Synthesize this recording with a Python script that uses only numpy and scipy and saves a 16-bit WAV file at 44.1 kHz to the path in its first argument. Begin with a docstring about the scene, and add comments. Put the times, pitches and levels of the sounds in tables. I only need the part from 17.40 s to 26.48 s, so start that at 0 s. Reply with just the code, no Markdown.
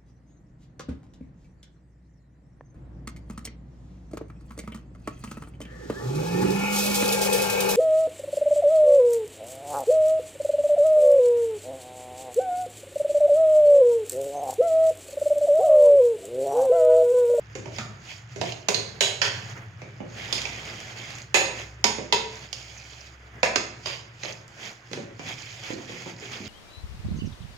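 """A steel spoon stirs dry flour mix in a hand-held steel pot, close by in a small hard-walled kitchen.
From the start a low, wavering hum lies under the hiss and crunch of sheared powder: shaped noise and a low sine.
Then the spoon bumps the padded bottom and clacks on the wall: noise cracks and damped modes, with room tails.
Early on it skids down in pitch once (gliding narrow noise); later it judders (random slips ring the pot).
From about 3 s hard crumbs snap now and then: short noise clicks that faintly ring the pot."""
import sys
import numpy as np
from scipy import signal
from scipy.fft import rfft, irfft, next_fast_len
from scipy.io import wavfile
from scipy.ndimage import uniform_filter1d, map_coordinates

SR = 44100
rng = np.random.default_rng(int(sys.argv[2]) if len(sys.argv) > 2 else 0)


def to_wav(s):
    """Save 16-bit WAV."""
    ch = np.atleast_2d(s).T  # columns
    pcm = np.round(np.clip(ch, -1, 1) * 32767)  # PCM
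    wavfile.write(sys.argv[1], SR, pcm.astype(np.int16))


N = 400428

# edges of the contact registers (thud, bottom, wall, clink, shimmer): [f/Hz]
REGISTER_EDGES_HZ = [150, 350, 1100, 2400, 5600, 17000]
# spectrum of the dry crack of steel on steel: [f/Hz, density/dB]
CRACK_SPECTRUM = [(120, -2), (210, 4.5), (290, -1), (440, 9), (560, 12.5), (680, 9), (950, 5), (1130, 1.5),
                  (2400, 7.5), (3900, 11), (5000, 6.5), (6100, 1.5), (6650, 9), (7300, -2.5), (8000, -6.5),
                  (12000, -20.5), (15500, -19)]
# spectrum of sheared powder: [f/Hz, density/dB]
POWDER_SPECTRUM = [(300, -10), (700, 2.5), (1100, -6.5), (1600, -7.5), (2250, 6), (3200, 1), (3800, -4.5),
                   (5000, 2.5), (5700, -1.5), (6600, 3), (7300, -3), (8100, -18.5), (12000, -25.5),
                   (15500, -23)]


def amp(db):
    """Decibels to gain."""
    return 10 ** (np.asarray(db) / 20)


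def unit(x):
    """Scale x to rms 1."""
    return x / np.sqrt(np.mean(x ** 2) + 1e-20)


def along(points, hz):
    """Interpolate (Hz, value) points on a log frequency axis."""
    f, v = np.transpose(points)
    return np.interp(np.log(hz + 1), np.log(f + 1), v)


def curves(rows):
    """Interpolate each column after the time to one value per sample."""
    s, *cols = np.transpose(rows)
    return [np.interp(np.arange(N) / SR, s, c) for c in cols]


def wobble(knots_per_s):
    """Smooth random curve through normally distributed knots."""
    knots = rng.standard_normal(int(N * knots_per_s / SR) + 4)
    return map_coordinates(knots, [np.arange(N) * knots_per_s / SR])


def filtered(x, response):
    """Multiply the spectrum of x by a response of frequency."""
    n = x.shape[-1]
    m = next_fast_len(n + 8192)
    spectrum = rfft(x, m) * response(np.fft.rfftfreq(m, 1 / SR))
    return irfft(spectrum, m)[..., :n]


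def add(track, s, sound):
    """Mix a sound into the track at s seconds."""
    part = track[:, max(round(s * SR), 0):][:, :sound.shape[-1]]
    part += sound[..., :part.shape[-1]]


def spread(pair, spectrum):
    """Turn two unrelated signals into coloured stereo of rms 1; left-right likeness varies with frequency."""
    # stereo likeness: [f/Hz, left-right correlation]
    likeness = [(120, 0.99), (300, 0.88), (650, 0.59), (1400, 0.011), (3200, 0.017), (6800, 0.9),
                (15000, 0.44)]

    def response(hz):
        angle = np.arccos(np.clip(along(likeness, hz), -1, 1)) / 2
        return amp(along(spectrum, hz)) * [np.cos(angle), np.sin(angle)]

    mid, side = filtered(pair, response)
    return unit(np.array([mid + side, mid - side]))


def rush(spectrum, size=N):
    """Coloured stereo noise of rms 1."""
    return spread(rng.standard_normal((2, size)), spectrum)


def kitchen(x, build_s=0.00043):
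    """Convolve x with a decaying-noise room tail of about unit energy; each frequency dies at its own speed."""
    # room decay: [f/Hz, t60/s]
    room_t60 = [(150, 0.8), (500, 0.59), (1400, 0.57), (3700, 0.5), (7000, 0.47), (14000, 0.3)]
    hz, t, z = signal.stft(rng.standard_normal((2, SR // 2)), SR, nperseg=256)
    fade = amp(-60 * t / along(room_t60, hz)[:, None]) * (1 - np.exp(-t / build_s))
    flat = [(1, 0)]
    tail = spread(signal.istft(z * fade, SR, nperseg=256)[1], flat)
    impulse = tail / np.sqrt(tail.shape[1])
    return signal.fftconvolve(np.atleast_2d(x), impulse, axes=1)[:, :x.shape[-1]]


def stirring(idle_hiss_db=-61, idle_rub_db=-56.5, rise_db_per_s=154, sag_db_per_s=3, release_db_per_s=126):
    """Spoon speed and pressure in dB: each sweep digs in, sags a little, dies away; the spoon never quite rests."""
    # sweeps through the mix: [up to speed at t/s, hold/s, relative hiss level/dB, relative rub level/dB]
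    strokes = [(0.36, 0.051, -43.5, -53), (0.699, 0.027, -42.5, -58), (0.931, 0.088, -51, -69),
               (1.06, 0.041, -41.5, -63), (1.48, 0.079, -56, -50), (1.92, 0.2, -45.5, -46),
               (2.12, 0.11, -58.5, -45.5), (2.786, 0.737, -42, -43), (3.577, .2, -43, -44.5),
               (4.192, 0.025, -41.5, -43), (4.93, 0.13, -45.5, -50), (5.17, 0.5, -46.5, -60),
               (5.95, 0.016, -68, -47), (6.48, 0.059, -41.5, -50), (6.848, 0.066, -41.5, -51),
               (7.232, 0.044, -41.5, -43), (7.531, 0.033, -47, -50), (7.868, 0.057, -41, -45.5),
               (7.98, 0.28, -44, -53), (8.238, 0.085, -42, -45.5), (8.38, 0.077, -46, -48.5),
               (8.5, 0.2, -43.5, -47.5), (8.828, 0.33, -44, -51), (8.93, 0.033, -42, -42.5)]
    t = np.arange(N) / SR
    speed_db, pressure_db = np.full(N, idle_hiss_db), np.full(N, idle_rub_db)
    for s, held_s, hiss_db, rub_db in strokes:
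        drop_db = rise_db_per_s * np.maximum(s - t, 0)
        drop_db = drop_db + sag_db_per_s * np.clip(t - s, 0, held_s)
        drop_db = drop_db + release_db_per_s * np.maximum(t - s - held_s, 0)
        speed_db = np.maximum(speed_db, hiss_db - drop_db)
        pressure_db = np.maximum(pressure_db, rub_db - drop_db)
    return speed_db, pressure_db


def background(hum_db=2.0, swell_db_per_db=0.11, tone_db=-1, tone_hz=66.0, air_db=-56):
    """Levelled noise hum that swells with the stirring, a wavering low sine, and still-air noise."""
    # hum: [t/s, relative level/dB]
    hum_levels = [(0.0, -51), (0.15, -45.5), (0.5, -42.5), (0.66, -54.5), (1.06, -40), (1.26, -54),
                  (1.41, -40.5), (1.51, -49.5), (1.95, -42.5), (3.16, -49.5), (4.5, -49), (5.84, -58),
                  (5.97, -49.5), (7.0, -52), (7.43, -60.5), (7.51, -49), (8.57, -52.5), (9.08, -49.5)]
    # low tone: [t/s, relative level/dB]
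    tone_levels = [(0, -53), (0.4, -56), (1.15, -64.9), (1.5, -56), (2.05, -71.5), (3.1, -48), (3.6, -64),
                   (4.3, -47.5), (5.0, -54.5), (6.0, -50), (7.3, -69), (7.7, -62), (9.0, -64.5)]
    # hum spectrum: [f/Hz, density/dB]
    drone_spectrum = [(50, -21), (82, -11), (98, 3), (118, 10), (140, -1), (180, -7.5), (300, -46),
                      (900, -165)]
    # still-air spectrum: [f/Hz, density/dB]
    air_spectrum = [(20, -20), (60, -11), (150, -35), (320, -7), (600, -20.5), (1500, -6), (3500, -17),
                    (6500, -80), (8000, -78), (16000, -73)]
    drone = rush(drone_spectrum)
    power = uniform_filter1d(np.mean(drone ** 2, axis=0), size=SR // 8)
    steady_drone = drone / np.sqrt(np.abs(power) + 1e-6)
    speed_db, _ = stirring()
    swell_db = swell_db_per_db * (speed_db - speed_db.mean())
    hum = amp(curves(hum_levels)[0] + hum_db + swell_db) * steady_drone
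    tone_phase = 2 * np.pi * np.cumsum(tone_hz + 1.45 * wobble(31)) / SR
    tone = np.sqrt(2) * np.sin(tone_phase)
    tone = amp(curves(tone_levels)[0] + tone_db + 0.43 * wobble(14)) * tone
    return hum + tone + amp(air_db) * rush(air_spectrum)


def ringing(t, rings, favour_octaves=0.078):
    """Sum the pot's damped modes at random strengths and phases; those near the favoured rings stand out."""
    # pot modes: [f/Hz, relative level/dB, t60/s]
    modes = [(210, -11, .22), (392, -3, .22), (432, -3, .25), (551, -2, .22), (750, -4, .2), (955, -1, .2),
             (1180, -9, .18), (1335, -9, .18), (1525, -8, .18), (1700, -5, .2), (1785, -6, .2),
             (2060, -3, .2), (2106, -3, .2), (2190, -5, .2), (2280, -5, .2), (2568, -1, .24),
             (2630, -3, .22), (2738, -4, .2), (3040, -4, .24), (3128, -4, .22), (3255, -4, .3),
             (3372, -2, .24), (3623, -2, .26), (3770, -7, .2), (4150, -5, .24), (4330, -4, .28),
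             (4463, -4, .28), (4640, -6, .2), (4930, -4, .2), (5060, -3, .22), (5150, -5, .2),
             (6002, -6, .18), (6497, -1, .24), (6608, 0, .22), (6730, -2, .22), (7040, -8, .18)]
    hz, db, t60 = np.transpose(modes)[:, :, None]
    favour_db = np.sum([lift_db * np.exp(-(np.log2(hz / ring_hz) / favour_octaves) ** 2)
                        for ring_hz, lift_db in rings], axis=0)
    strength_db = db + favour_db + 2.5 * rng.standard_normal(hz.shape)
    # grip and spoon contact shift each mode a little
    hz = hz + 9 * rng.standard_normal(hz.shape)
    phase = 2 * np.pi * rng.random(hz.shape)
    early = t[:SR // 4]
    decay = amp(strength_db - 60 * early / t60)
    ring = np.sum(decay * np.sin(2 * np.pi * hz * early + phase), axis=0)
    return np.pad(ring, (0, len(t) - len(early)))


def pot_answer(t):
    """The pot's ring after a light touch, at peak 1; no mode is favoured."""
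    ring = ringing(t, [(1, 0)])
    return ring / np.abs(ring).max()


def grains(per_s, t60_s, range_db):
    """Crumbs catching under the spoon: tiny damped pings of random time, pitch and size."""
    t = np.arange(SR // 80) / SR
    when, pitch, size = rng.random((int(per_s * N / SR), 3)).T[:, :, None]
    decay = amp(-range_db * size - 60 * t / t60_s)
    pings = decay * np.sin(2 * np.pi * (700 + 6500 * pitch) * t)
    samples = (when * N + t * SR).astype(int)
    return np.bincount(samples.ravel(), pings.ravel(), N)[:N]


def patchy(x, depth_db):
    """Brief random swells, each a few hundred Hz wide."""
    z = signal.stft(x, nperseg=512)[2]
    field = uniform_filter1d(rng.standard_normal(z.shape[1:]), size=4, axis=0)
    field = uniform_filter1d(field, size=6, axis=1)
    gain = unit(amp(depth_db * unit(field)))
    return signal.istft(z * gain, nperseg=512)[1][:, :N]


def flour(crunch_db=-5, singing_db=-8, hiss_db=-1.5, rub_db=0, rasp_db=-44, rasp_growth=3.0):
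    """Powder shears round the spoon as hiss with cracking crumbs; the edge rasps, the drag rubs the bottom."""
    # rub on the pot's bottom: [f/Hz, density/dB]
    bottom_spectrum = [(90, -28), (170, -2.5), (212, 3), (270, -4), (340, 0), (580, -3), (720, -1),
                       (1000, -5.5), (2000, 0), (5000, -36)]
    # rasp of the steel edge: [f/Hz, density/dB]
    rasp_spectrum = [(600, -41), (1400, -11.5), (2200, 2.5), (2600, 0), (2850, -4.5), (3250, 0.5),
                     (3800, -11), (7000, -35.5)]
    speed_db, pressure_db = stirring()
    drag = wobble(35)  # the mix packs and gives way
    crumbs = grains(per_s=420, t60_s=0.005, range_db=26) * amp(3 * wobble(28))
    crunch = spread(np.array([crumbs, -.4 * crumbs]), POWDER_SPECTRUM)
    shear = unit(rush(POWDER_SPECTRUM) + amp(crunch_db) * crunch)
    # grains keep the pot's modes faintly singing
    answer = pot_answer(np.arange(SR // 4) / SR)
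    singing = unit(signal.fftconvolve(shear, answer[None], axes=1)[:, :N])
    hiss = unit(shear + amp(singing_db) * singing) * amp(speed_db + hiss_db + 0.9 * drag)
    # rasp grows faster than hiss with speed
    rasp_level_db = rasp_db + rasp_growth * (speed_db + 43.0) + 2.05 * wobble(260)
    rasp = rush(rasp_spectrum) * amp(rasp_level_db)
    rub = rush(bottom_spectrum) * amp(pressure_db + rub_db + 1.8 * drag)
    # colour shifts as the spoon meets loose powder and lumps
    return patchy(hiss + rasp + rub, depth_db=1.3)


def register_levels(colour_db, strength_db, brightness_db_per_octave, thud_db, ring_hz,
                    spot_db=5.5, spot_octaves=0.54):
    """Register levels in dB: colour tilted by brightness, lifted near the favoured ring, thud added lowest."""
    centres = np.sqrt(np.multiply(REGISTER_EDGES_HZ[:-1], REGISTER_EDGES_HZ[1:]))
    tilt = brightness_db_per_octave * np.log2(centres / np.median(centres))
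    spot = spot_db * np.exp(-(np.log2(centres / ring_hz) / spot_octaves) ** 2)
    thud = thud_db * (centres == centres.min())
    return strength_db + np.asarray(colour_db) + tilt + spot + thud


def clack(levels_db, rings, room_db, sizzle_db, crack_s=0.02, clatter_db=-17, clatter_s=0.16,
          sizzle_hz=8000, ring_db=-19.5, ring_growth=0.33, sharpness=9, wet_db=-0.5, near_db=2.0):
    """One contact: a crack, a brief clatter of the spoon and the pot's modes, weighted by register."""
    t = np.arange(SR * 2 // 3) / SR
    # a glancing tap is brief and barely stirs the room
    crack_t60_s = crack_s * amp(0.13 * min(room_db, 0))
    decay = amp(-60 * t / crack_t60_s) + amp(clatter_db - 60 * t / clatter_s)
    crack = rush(CRACK_SPECTRUM, size=len(t)) * decay
    # sizzle shelf at the very top
    crack = filtered(crack, lambda hz: amp(sizzle_db * hz ** 16 / (hz ** 16 + float(sizzle_hz) ** 16)))
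    # each spot brings out its own clusters of modes
    for hz, lift_db in rings:
        peak = signal.lfilter(*signal.iirpeak(hz, sharpness, fs=SR), crack)
        crack = crack + (amp(lift_db) - 1) * peak
    # bare steel rings; flour padding leaves little shimmer and ring
    ring = amp(ring_db + ring_growth * (levels_db[-1] + 7.0)) * ringing(t, rings)
    direct = (crack + ring) * (1 - np.exp(-t / .0005))
    # pot nearer the right: left is softer and 0.18 ms later
    left = amp(-near_db) * np.interp(t - .00018, t, direct[0], left=0)
    right = amp(near_db) * direct[1]
    heard = np.array([left, right]) + amp(wet_db + room_db) * kitchen(direct)
    blow = np.zeros_like(heard)
    for lo, hi, level_db in zip(REGISTER_EDGES_HZ, REGISTER_EDGES_HZ[1:], levels_db):
        sos = signal.butter(N=3, Wn=[lo, hi], btype="band", fs=SR, output="sos")
        band = signal.sosfilt(sos, heard)
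        blow += amp(level_db) * band / np.std(band[:, :SR // 40])  # level set by the first 25 ms
    return blow


def spoon(bump_ring_db=9, bump_room_db=3):
    """Contacts with the flour-padded bottom and the bare wall; the hand damps the pot, so the room carries on."""
    # bumps: [t/s, relative strength/dB, brightness/(dB/octave), thud/dB, favoured ring f/Hz]
    bumps = [(0.152, -38.5, 1.5, 10, 517), (0.257, -44, -1, 4.5, 583), (0.96, -42, 1, 11.5, 615),
             (2.417, -44, -2.4, -4.5, 2240), (2.603, -46.5, -4.5, 2.5, 534), (4.583, -38, -2.5, 0, 464),
             (6.848, -44.5, -3, -5.5, 594), (7.513, -44.5, 1, 7, 247), (7.572, -41.5, -1.5, 3.5, 560),
             (7.793, -41.5, -1, 1.5, 2260), (8.302, -40.5, -1, 7.5, 520), (8.493, -45, -0.5, 6, 496),
             (8.659, -47, -2.5, 4.5, 537), (8.822, -49, -2, 2, 408), (9.001, -52, -3.5, 2.5, 212)]
    # bump colour: [relative level/dB] per register
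    padded_db = (-4.5, -3.5, -4, -8.5, -10.5)
    # clacks: [t/s, relative strength/dB, brightness/(dB/octave), thud/dB, relative room/dB, sizzle/dB,
    # favoured rings, main first: (f/Hz, lift/dB)]
    clacks = [(0.384, -40, -1, 9.5, -0.5, -1, [(1300, 11), (1820, 8), (216, 11)]),
              (1.013, -35, -1.5, 7, -1.5, -3, [(660, 12.5)]), (1.121, -47, 1, -14, -2.5, -13, [(3030, 8)]),
              (1.285, -27.5, -1, 3.5, -2.5, 17, [(395, 10.5), (5060, 4), (6002, 6), (7000, 12)]),
              (1.344, -33.5, 4, 18, 0.5, 0, [(4260, 18), (3780, 6), (464, 12)]),
              (1.607, -27.5, 1, -1, 5.5, 3.5, [(2800, 3), (3600, 0.5), (3200, 4), (7200, 5.5)]),
              (1.816, -28, 1.4, -2, 3.5, -1, [(1554, 13), (2100, 3.5), (3260, 16.5), (4700, 13),
              (410, -16)]), (2.926, -36.5, 2.5, 10.5, 2.5, 4.5, [(3450, 9), (4950, 10.5)]),
              (2.98, -43, 0.5, 4, -8, 0, [(2250, 26)]), (3.053, -40.5, 0.5, -1, -2, -5, [(2380, 28)]),
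              (3.943, -23.5, -0.05, -1.5, 6, 9.5, [(2000, 4.5), (1700, 5), (2680, 7), (6810, 10.5)]),
              (4.441, -23.5, -0.35, 2, -2.5, 2.5, [(6800, 5), (930, 7.5), (4930, 7), (430, 6), (3940, -3)]),
              (4.724, -25.5, -3, -8.5, -1, 7, [(3372, 3.5), (955, 7), (2600, 4.5), (3600, 0), (6608, 7),
              (416, 9)]), (5.128, -46.5, 4, -10, -2.5, -4, [(4870, 13), (3160, 16)]),
              (6.03, -25.5, -3.5, -9.5, 0, 10, [(1800, 7.5), (2540, 6.5), (750, 6.5), (990, 4.5), (5160, 7),
              (6600, 12), (490, 6)]), (6.158, -28, 0.3, 9, -4, -4, [(1250, 5), (5000, 5.5)]),
              (6.458, -38, -0.5, -6, 5.5, 1, [(3050, 7.5), (4950, 7)]),
              (6.833, -43, -0.5, -1, -10, -16, [(1850, 4.5)]),
              (7.531, -41.5, -1, -7, -2.5, -3, [(2300, -5)])]
    # clack colour: [relative level/dB] per register
    bare_db = (-11, 0.24, .5, 3, -1)
    track = np.zeros((2, N))
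    for s, *blow, ring_hz in bumps:
        levels_db = register_levels(padded_db, *blow, ring_hz)
        add(track, s, clack(levels_db, [(ring_hz, bump_ring_db)], bump_room_db, sizzle_db=-5))
    for s, *blow, room_db, sizzle_db, rings in clacks:
        main_ring_hz = rings[0][0]
        levels_db = register_levels(bare_db, *blow, main_ring_hz)
        add(track, s, clack(levels_db, rings, room_db, sizzle_db))
    return track


def skid(start_s=0.386, width_knots_per_s=300, wet_db=-3):
    """The spoon skids along the wall: a hoarse, narrow noise band that glides down and fades."""
    # skid: [relative level/dB, first pitch f/Hz, pitch sag/(Hz/s), t60/s]
    glide = (-37.5, 1341, 894, 0.26)
    db, hz, sag_hz_per_s, t60 = glide
    t = np.clip(np.arange(N) / SR - start_s, 0, 1)
    phase = 2 * np.pi * (hz * t - sag_hz_per_s * t ** 2 / 2)
    in_phase = wobble(width_knots_per_s) * np.cos(phase)
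    quadrature = wobble(width_knots_per_s) * np.sin(phase)
    note = unit(in_phase + quadrature)
    direct = note * amp(db - 60 * t / t60) * (1 - np.exp(-t / .003))
    return direct + amp(wet_db) * kitchen(direct)


def judder(slips_per_s=450, favoured_hz=2740, favoured_db=5, wet_db=-6.5, level_db=-5, ring_db=-2):
    """The spoon's edge skips along the steel in quick random slips that keep the pot ringing."""
    # judders: [t/s, length/s, relative level/dB]
    judders = [(1.063, 0.067, -43), (1.61, 0.0057, -20), (1.836, 0.058, -31.5), (3.952, 0.02, -26),
               (4.725, 0.032, -24), (6.029, 0.043, -32)]
    force = np.zeros((2, N))
    for s, length_s, db in judders:
        n = int(length_s * SR)
        slips = (rng.random(n) < slips_per_s / SR) + 0.012 * rng.standard_normal((2, n))
        add(force, s, amp(db + level_db) * unit(slips * signal.windows.tukey(n)))
    answer = ringing(np.arange(SR // 4) / SR, [(favoured_hz, favoured_db)])
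    ring = unit(signal.fftconvolve(force[0], answer)[:N])
    direct = (spread(force, CRACK_SPECTRUM) + amp(ring_db) * ring) * np.std(force)
    return direct + amp(wet_db) * kitchen(direct)


def snaps(click_t60_s=0.013, ring_db=-24, wet_db=-3):
    """Hard crumbs snap between spoon and pot: dry noise clicks that faintly ring the pot."""
    # snaps: [t/s, click peak level/dB before ring and room]
    crumb_snaps = [(3.018, -17.5), (3.253, -28), (3.403, -28), (3.589, -31), (3.705, -29), (3.785, -30),
                   (5.129, -23), (7.08, -35), (7.891, -27), (8.247, -33), (8.303, -32), (8.621, -32),
                   (8.919, -29)]
    track, t = np.zeros((2, N)), np.arange(SR // 8) / SR
    for s, db in crumb_snaps:
        click = rush(POWDER_SPECTRUM, size=len(t)) * amp(-60 * t / click_t60_s)
        click = click / np.abs(click).max() + amp(ring_db) * pot_answer(t)
        add(track, s, amp(db) * click)
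    return track + amp(wet_db) * kitchen(track)


def scene():
    """Sum of background, flour, spoon contacts, skid, judders and snaps."""
    return background() + flour() + spoon() + skid() + judder() + snaps()


def record(dry, ceiling=0.93, top_hz=16100):
    """Left and right favour different bands; peaks round off below the ceiling; nothing passes above top_hz."""
    # stereo lean: [f/Hz, left minus right/dB]
    lean = [(150, 0.5), (700, -1), (1300, -2), (2400, -3), (4400, -10.5), (6500, -5.5), (8500, 0.5),
            (13000, 2.5)]
    heard = filtered(dry, lambda hz: amp(np.outer([.5, -.5], along(lean, hz))))
    rounded = heard / (1 + np.abs(heard / ceiling) ** 6) ** (1 / 6)
    return filtered(rounded, lambda hz: hz < top_hz)


dry = scene()
out = record(dry)
to_wav(out)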